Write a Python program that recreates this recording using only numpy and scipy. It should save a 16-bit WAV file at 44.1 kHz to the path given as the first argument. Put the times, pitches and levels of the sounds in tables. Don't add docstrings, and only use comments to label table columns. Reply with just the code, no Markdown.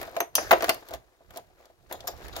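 import sys
import numpy as np
from scipy import signal
from scipy.fft import rfft, irfft
from scipy.io import wavfile

SR = 44100
rng = np.random.default_rng(int(sys.argv[2]) if len(sys.argv) > 2 else 0)


def waveform_to_disk(signal):
    frames = np.transpose(np.atleast_2d(signal))
    scaled = np.clip(frames, -1, 1) * 32767
    samples = np.round(scaled).astype(np.int16)
    wavfile.write(sys.argv[1], SR, samples)


N = 105840

# (per Hz, relative)
CLACK = [(130, -30.5), (260, -5), (1150, 4), (2200, -0.5), (3000, -7.5), (16000, -60.5)]
# (per Hz, relative)
SNAP = [(1000, -45), (6500, -17.5), (10000, -5), (12500, 1), (16000, -4.5)]
TICK_T60_S = 0.027
CONTACT_RISE_S = 0.00042
PORT_DELAY_S = 0.00018
GRAIN_DB, GRAIN_S = 4, .004
TAP_DAMPING = 1.5


def amp(db):
    return 10 ** (np.asarray(db) / 20)


def read(points, hz):
    f, value = np.transpose(points)
    return np.interp(np.log(hz + 1), np.log(f + 1), value)


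def envelope(points):
    return amp(np.interp(np.arange(N) / SR, *np.transpose(points)))


def evened(x):
    return x / np.sqrt(np.mean(x ** 2) + 1e-20)


def struck(x, size=353):
    return x / np.sqrt(np.mean(x[:, :size] ** 2) + 1e-20)


def add(mix, s, sound):
    part = mix[:, max(round(s * SR), 0):][:, :sound.shape[1]]
    part += sound[:, :part.shape[1]]


def pair(x):
    # hz, left_right_likeness (0 to 1)
    likeness = [(80, 0.3), (300, 0.52), (750, 0.84), (1300, 0.6), (8000, .1)]
    hz = np.fft.rfftfreq(x.shape[1], 1 / SR)
    left, other = rfft(x)
    same = np.clip(read(likeness, hz), -1, 1)
    right = same * left + np.sqrt(1 - same ** 2) * other
    delay = np.exp(-2j * np.pi * hz * PORT_DELAY_S)
    return irfft(np.array([left, right * delay]), x.shape[1])


def noise(colour, size, grain_db=0, grain_s=.001):
    t = np.arange(size) / SR
    clumps = np.interp(t / max(grain_s, 1 / SR), np.arange(size), rng.standard_normal(size))
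    x = pair(rng.standard_normal((2, size)) * amp(grain_db * np.clip(clumps, -2, 2)))
    gains = amp(read(colour, np.fft.rfftfreq(size, 1 / SR)))
    return evened(irfft(rfft(x) * gains, size))


def scatter(sound, per_s):
    clicks = (rng.random(N) < per_s / SR) * rng.standard_normal(N)
    return signal.oaconvolve(clicks[None], sound, axes=1)[:, :N]


def background():
    # time_s, level_db
    handling = [(0, -49), (.25, -67.5), (.5, -47.5), (.76, -53.5), (.86, -71), (.93, -48), (1.15, -81),
                (1.3, -55.5), (1.719, -75), (1.82, -58.5), (2.3, -47.5)]
    # (per Hz, relative)
    rumble = [(15, -21), (45, -0.5), (62, 2), (180, -13.5), (2000, -70.5)]
    # (per Hz, relative)
    air = [(60, -0.5), (210, -15), (340, 3), (2000, -15.5), (16000, -23)]
    air_db = -68.5
    return envelope(handling) * noise(rumble, N) + amp(air_db) * noise(air, N)


def contact(colour, t60, size=4096):
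    t = np.arange(size) / SR
    chatter = noise(colour, size, grain_db=3, grain_s=0.00045)
    return struck(chatter * (1 - np.exp(-t / CONTACT_RISE_S)) * amp(-60 * t / t60))


def ring(tool, size=13000, count=6):
    steel = { "ratchet": [(2772, -15), (3155, -6), (4802, -8), (5100, -14), (5565, -4), (6154, 0),
             (6290, -6), (8910, -6), (9983, -2), (11480, -14), (12372, 0), (15230, -7)],
             "socket": [(6180, -2), (8920, -12), (12420, 0)], "bit": [(8950, -18), (10720, -7), (12950, -6),
             (13200, 0), (14600, -7), (15350, 2)], "pliers": [(1020, 5), (2780, 6), (4366, -3), (4587, -2),
             (4800, -3), (6190, -5), (9900, -1), (12750, 0), (13110, 4), (14100, -5), (14900, -1)],
             "extension": [(1180, -1), (3750, -10), (4750, -12), (5455, -5), (6950, -5), (11775, 0),
             (12250, -5), (14920, 2)], "wrench": [(3400, -1), (3736, -5), (6864, 0), (9950, -5), (12300, 1),
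             (14880, -1), (15600, -4)], "screwdriver": [(3280, -4), (3730, 0), (4150, -6), (4900, -8),
             (6600, -6)]}
    # hz, t60_s
    steel_t60 = [(1000, .06), (3000, 0.12), (5000, 0.27), (9000, 0.15), (15000, 0.06)]
    lie = {"ratchet": (1.15, -3), "socket": (.7, -9), "bit": (.4, -11), "pliers": (.8, -3),
           "extension": (.6, -4), "wrench": (.9, -3), "screwdriver": (.7, -3)}
    press_s, free_share, shimmer_free_share = 0.005, 0.19, .38
    rattle, rattle_s = 1, 0.014
    shimmer_hz = 300
    t = np.arange(size) / SR
    length, shimmer_db = lie[tool]
    hz, db = np.transpose(steel[tool])[:, :, None]
    modes = amp(db - 60 * t / (length * read(steel_t60, hz))) * np.exp(2j * np.pi * hz * t)

    press = np.exp(-t / press_s)
    phase = rng.random((len(hz), 1)) + rng.uniform(-0.46, 0.04, (2, len(hz), 1))
    shakes = np.exp(2j * np.pi * rng.random((len(hz), size)))
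    shaken = np.array([np.interp(t / rattle_s, np.arange(size), row) for row in shakes])
    waver = 1 + rattle * (1 - press) * shaken
    main = waver * np.exp(2j * np.pi * phase) * (press + free_share * (1 - press))

    sides = np.exp(2j * np.pi * shimmer_hz * rng.standard_normal((len(hz), count, 1)) * t)
    side_phases = np.exp(2j * np.pi * rng.random((len(hz), 2, count)))
    shimmer = (side_phases @ sides).swapaxes(0, 1) / np.sqrt(count)
    cloud = amp(shimmer_db) * shimmer * (press + shimmer_free_share * (1 - press))

    sound = (modes * (main + cloud)).real.sum(1)
    return struck(sound * (1 - np.exp(-t / CONTACT_RISE_S)))


def sliding():
    # time_s, level_db
    slide = [(0, -38), (.05, -45.5), (.11, -52), (.19, -47), (.26, -93), (.34, -61), (0.389, -40.5),
             (.47, -44), (.66, -40), (.76, -53), (.87, -55), (0.947, -44), (0.996, -68), (1.27, -68.5),
             (1.37, -48), (1.43, -69), (1.56, -67), (1.61, -59), (1.759, -73), (1.884, -65), (1.91, -48.5),
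             (1.969, -55.5), (2.03, -57.5), (2.1, -48.5), (2.16, -55), (2.2, -49.5), (2.251, -46),
             (2.32, -50.5), (2.4, -38.5)]
    # (per Hz, relative)
    rub = [(170, -29.5), (320, -4), (670, -5), (900, -9.5), (1600, -9.5), (2600, -16.5), (16000, -55.5)]
    # (per Hz, relative)
    hiss = [(800, -29.5), (2500, -7.5), (4000, 3), (7000, -2.5), (8800, -11.5), (12300, -2.5), (16000, -8)]
    hiss_db, slip_db = -8, -6
    slips_per_s = 24
    touches = [contact(colour, TICK_T60_S / 2) for colour in (CLACK, SNAP)]
    touches += [ring(tool, size=4096) for tool in ("wrench", "screwdriver")]
    slips = sum(scatter(touch, slips_per_s) for touch in touches)
    rubbing = noise(rub, N, GRAIN_DB, GRAIN_S)
    hissing = noise(hiss, N, GRAIN_DB, GRAIN_S) + amp(slip_db) * slips
    return envelope(slide) * (rubbing + amp(hiss_db) * hissing)


def thud(tilt_db=0, damping=1, size=8192):
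    # hz, level_db (relative), t60_s
    box = [(255, -19.5, 0.029), (294, -18, 0.096), (355.4, -11, 0.092), (458, -11.5, 0.094),
           (543.2, -2.5, 0.059), (638.2, 3, .04), (676.8, 3.5, 0.051), (728, -6, 0.068),
           (828.4, -8.5, 0.087), (1006.3, -8, 0.054), (1197, -15.5, 0.08)]
    spread_db, detune_share, rise_s = 1.73, 0.025, 0.0037
    hz, db, t60 = np.transpose(box)[:, :, None]
    loud, detune = rng.standard_normal((2, len(box), 1))
    delays = np.array([0, PORT_DELAY_S])[:, None, None]
    t = np.maximum(np.arange(size) / SR - delays, 0)
    tilt = tilt_db * np.log2(hz / hz[0])
    level_db = db + tilt + spread_db * loud - 60 * damping * t / t60
    modes = amp(level_db) * np.sin(2 * np.pi * hz * (1 + detune_share * detune) * t)
    return struck((modes * (1 - np.exp(-t / rise_s))).sum(1))


def knocks():
    # start_s, thud_db, clack_db, tick_db, snap_db
    blows = [(.014, -41.5, -42, -44.5, -40), (.029, -43.5, -40.5, -48, -42), (.165, -41.5, -31, -41, -44.5),
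             (.169, -26.5, -57, -56, -47), (.204, -28.5, -24.5, -34.5, -30.5),
             (0.3531, -41.5, -32, -26.5, -19.5), (.381, -27.5, -23.5, -43.5, -57),
             (.509, -37.5, -15.5, -31.5, -30), (0.5139, -18, -12.5, -37, -49),
             (.5182, -26, -40, -42, -42.5), (.5265, -13.5, -20, -33.5, -36),
             (.532, -21, -18.5, -34.5, -44.5), (.606, -37, -34.5, -40, -68), (.623, -59, -28.5, -37, -34.5),
             (0.6296, -25, -35, -41, -66), (0.6423, -43, -25.5, -32, -34.5), (0.6819, -27, -33, -41.5, -47),
             (0.6928, -25, -21.5, -24, -20), (.699, -27.5, -30, -59, -60.5), (.744, -45.5, -46, -47.5, -39),
             (0.886, -58.5, -58, -49.5, -47), (.908, -41, -52, -55, -52.5),
             (.937, -35, -47.5, -41.5, -40.5), (1.306, -56, -54, -57, -56), (1.36, -43, -55, -50.5, -56.5),
             (1.372, -43, -51, -44, -39.5), (1.655, -58, -65, -58.5, -63),
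             (1.912, -37.5, -40, -54.5, -52.5), (1.925, -46.5, -43, -46, -36),
             (2.005, -49, -88, -45, -55.5), (2.074, -45.5, -60, -38, -35), (2.084, -34, -43, -45, -54),
             (2.282, -57, -48, -49.5, -51), (2.364, -35.5, -41.5, -38, -42.5)]
    # (per Hz, relative)
    tick = [(500, -46), (3300, 5.5), (7000, -1.5), (8200, -6.5), (16000, -43)]
    clack_t60_s, snap_t60_s = 0.042, 0.022
    heavy_db, heavy_tilt = -24.5, -.4
    out = np.zeros((2, N))
    for s, thud_db, clack_db, tick_db, snap_db in blows:
        add(out, s, amp(thud_db) * thud(heavy_tilt * max(thud_db - heavy_db, 0)))
        add(out, s, amp(clack_db) * contact(CLACK, clack_t60_s))
        add(out, s, amp(tick_db) * contact(tick, TICK_T60_S))
        add(out, s, amp(snap_db) * contact(SNAP, snap_t60_s))
    return out


def taps():
    # start_s, level_db
    touches = [(.078, -39), (.129, -47), (.213, -29), (.412, -35.5), (.824, -51.5), (0.856, -56),
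               (0.914, -46), (1.207, -55), (1.382, -41.5), (1.502, -59.5), (1.602, -58), (1.7, -53.5),
               (1.943, -37.5), (2.043, -42.5), (2.134, -44.5)]
    tap_tilt_db, pat_tilt_db = -1.5, -11
    pats_per_s, pat_db = 15, -70
    out = amp(pat_db) * scatter(thud(pat_tilt_db, TAP_DAMPING), pats_per_s)
    for s, db in touches:
        add(out, s, amp(db) * thud(tap_tilt_db, TAP_DAMPING))
    return out


def clinks():
    # start_s, level_db, tool
    strikes = [(0.203, -29, "socket"), (.353, -18.5, "ratchet"), (.5092, -26.5, "screwdriver"),
               (0.516, -22.5, "bit"), (0.694, -24, "pliers"), (0.936, -47, "wrench"),
               (1.373, -54, "wrench"), (1.925, -39.5, "wrench"), (1.954, -53, "screwdriver"),
               (2.072, -33.5, "extension"), (2.077, -30, "extension"), (2.3287, -47.5, "screwdriver"),
               (2.356, -45.5, "screwdriver"), (2.365, -39, "wrench"), (2.393, -47, "screwdriver")]
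    out = np.zeros((2, N))
    for s, level_db, tool in strikes:
        add(out, s, amp(level_db) * ring(tool))
    return out


def scrape():
    # level_db, resonance_hz, width_hz
    drag = (-47, 1690, 960)
    start_s, length_s = .427, .076
    db, hz, width = drag
    t = np.arange(N) / SR
    offset = 2 * (np.fft.rfftfreq(N, 1 / SR) - hz) / width
    rough = noise(CLACK, N, GRAIN_DB, GRAIN_S)
    slips = evened(irfft(rfft(rough) / (1 + offset ** 2) ** 2, N))
    swell = np.sqrt(abs(np.sin(np.pi * np.minimum(t / length_s, 1))))
    out = np.zeros((2, N))
    add(out, start_s, amp(db) * slips * swell)
    return out


def echoes(x, t60, first_s, size=24000):
    signs = rng.choice([-1., 1.], (2, size))
    present = rng.random((2, size)) < 1 / 10
    late = np.arange(size) / SR > first_s
    reflections = pair(signs * present * late)
    hz, t, z = signal.stft(reflections, SR, nperseg=256)
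    tail = signal.istft(z * amp(-60 * t / read(t60, hz)[:, None]), SR)[1]
    tail = tail / np.linalg.norm(tail, axis=1, keepdims=True)
    return signal.fftconvolve(x, tail, axes=1)[:, :N]


def box_echoes(x, count=4):
    # hz, t60_s
    near_t60 = [(700, 0.22), (15000, .07)]
    turn = np.arange(N) / SR * 20
    near = [np.maximum(1 - abs((turn - k) % count - 1), 0) for k in range(count)]
    return sum(echoes(x * np.sqrt(share), near_t60, first_s=0.0064, size=6000) for share in near)


def scene():
    # hz, t60_s
    shed_t60 = [(100, 0.19), (5000, 0.28), (15000, 0.26)]
    near_db, shed_db = -15, -21
    tools = knocks() + taps() + clinks() + sliding() + scrape()
    near = amp(near_db) * box_echoes(tools)
    shed = amp(shed_db) * echoes(tools, shed_t60, first_s=0.017)
    return tools + near + shed + background()


def record(dry):
    # hz, left_minus_right_db
    balance = [(60, -16.5), (150, -7), (400, 6), (700, -1), (1400, 4), (5000, 1.3), (13000, 3)]
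    edge_hz = 15950
    lean_db = read(balance, np.fft.rfftfreq(2 * N, 1 / SR))
    gains = amp(np.array([lean_db, -lean_db]) / 2)
    gains = gains / np.sqrt((gains ** 2).mean(0))
    heard = irfft(rfft(dry, 2 * N) * gains)[:, :N]
    lowpass = signal.firwin(401, edge_hz, window=("kaiser", 9), fs=SR)
    return signal.oaconvolve(heard, lowpass[None], "same")


dry = scene()
out = record(dry)
waveform_to_disk(out)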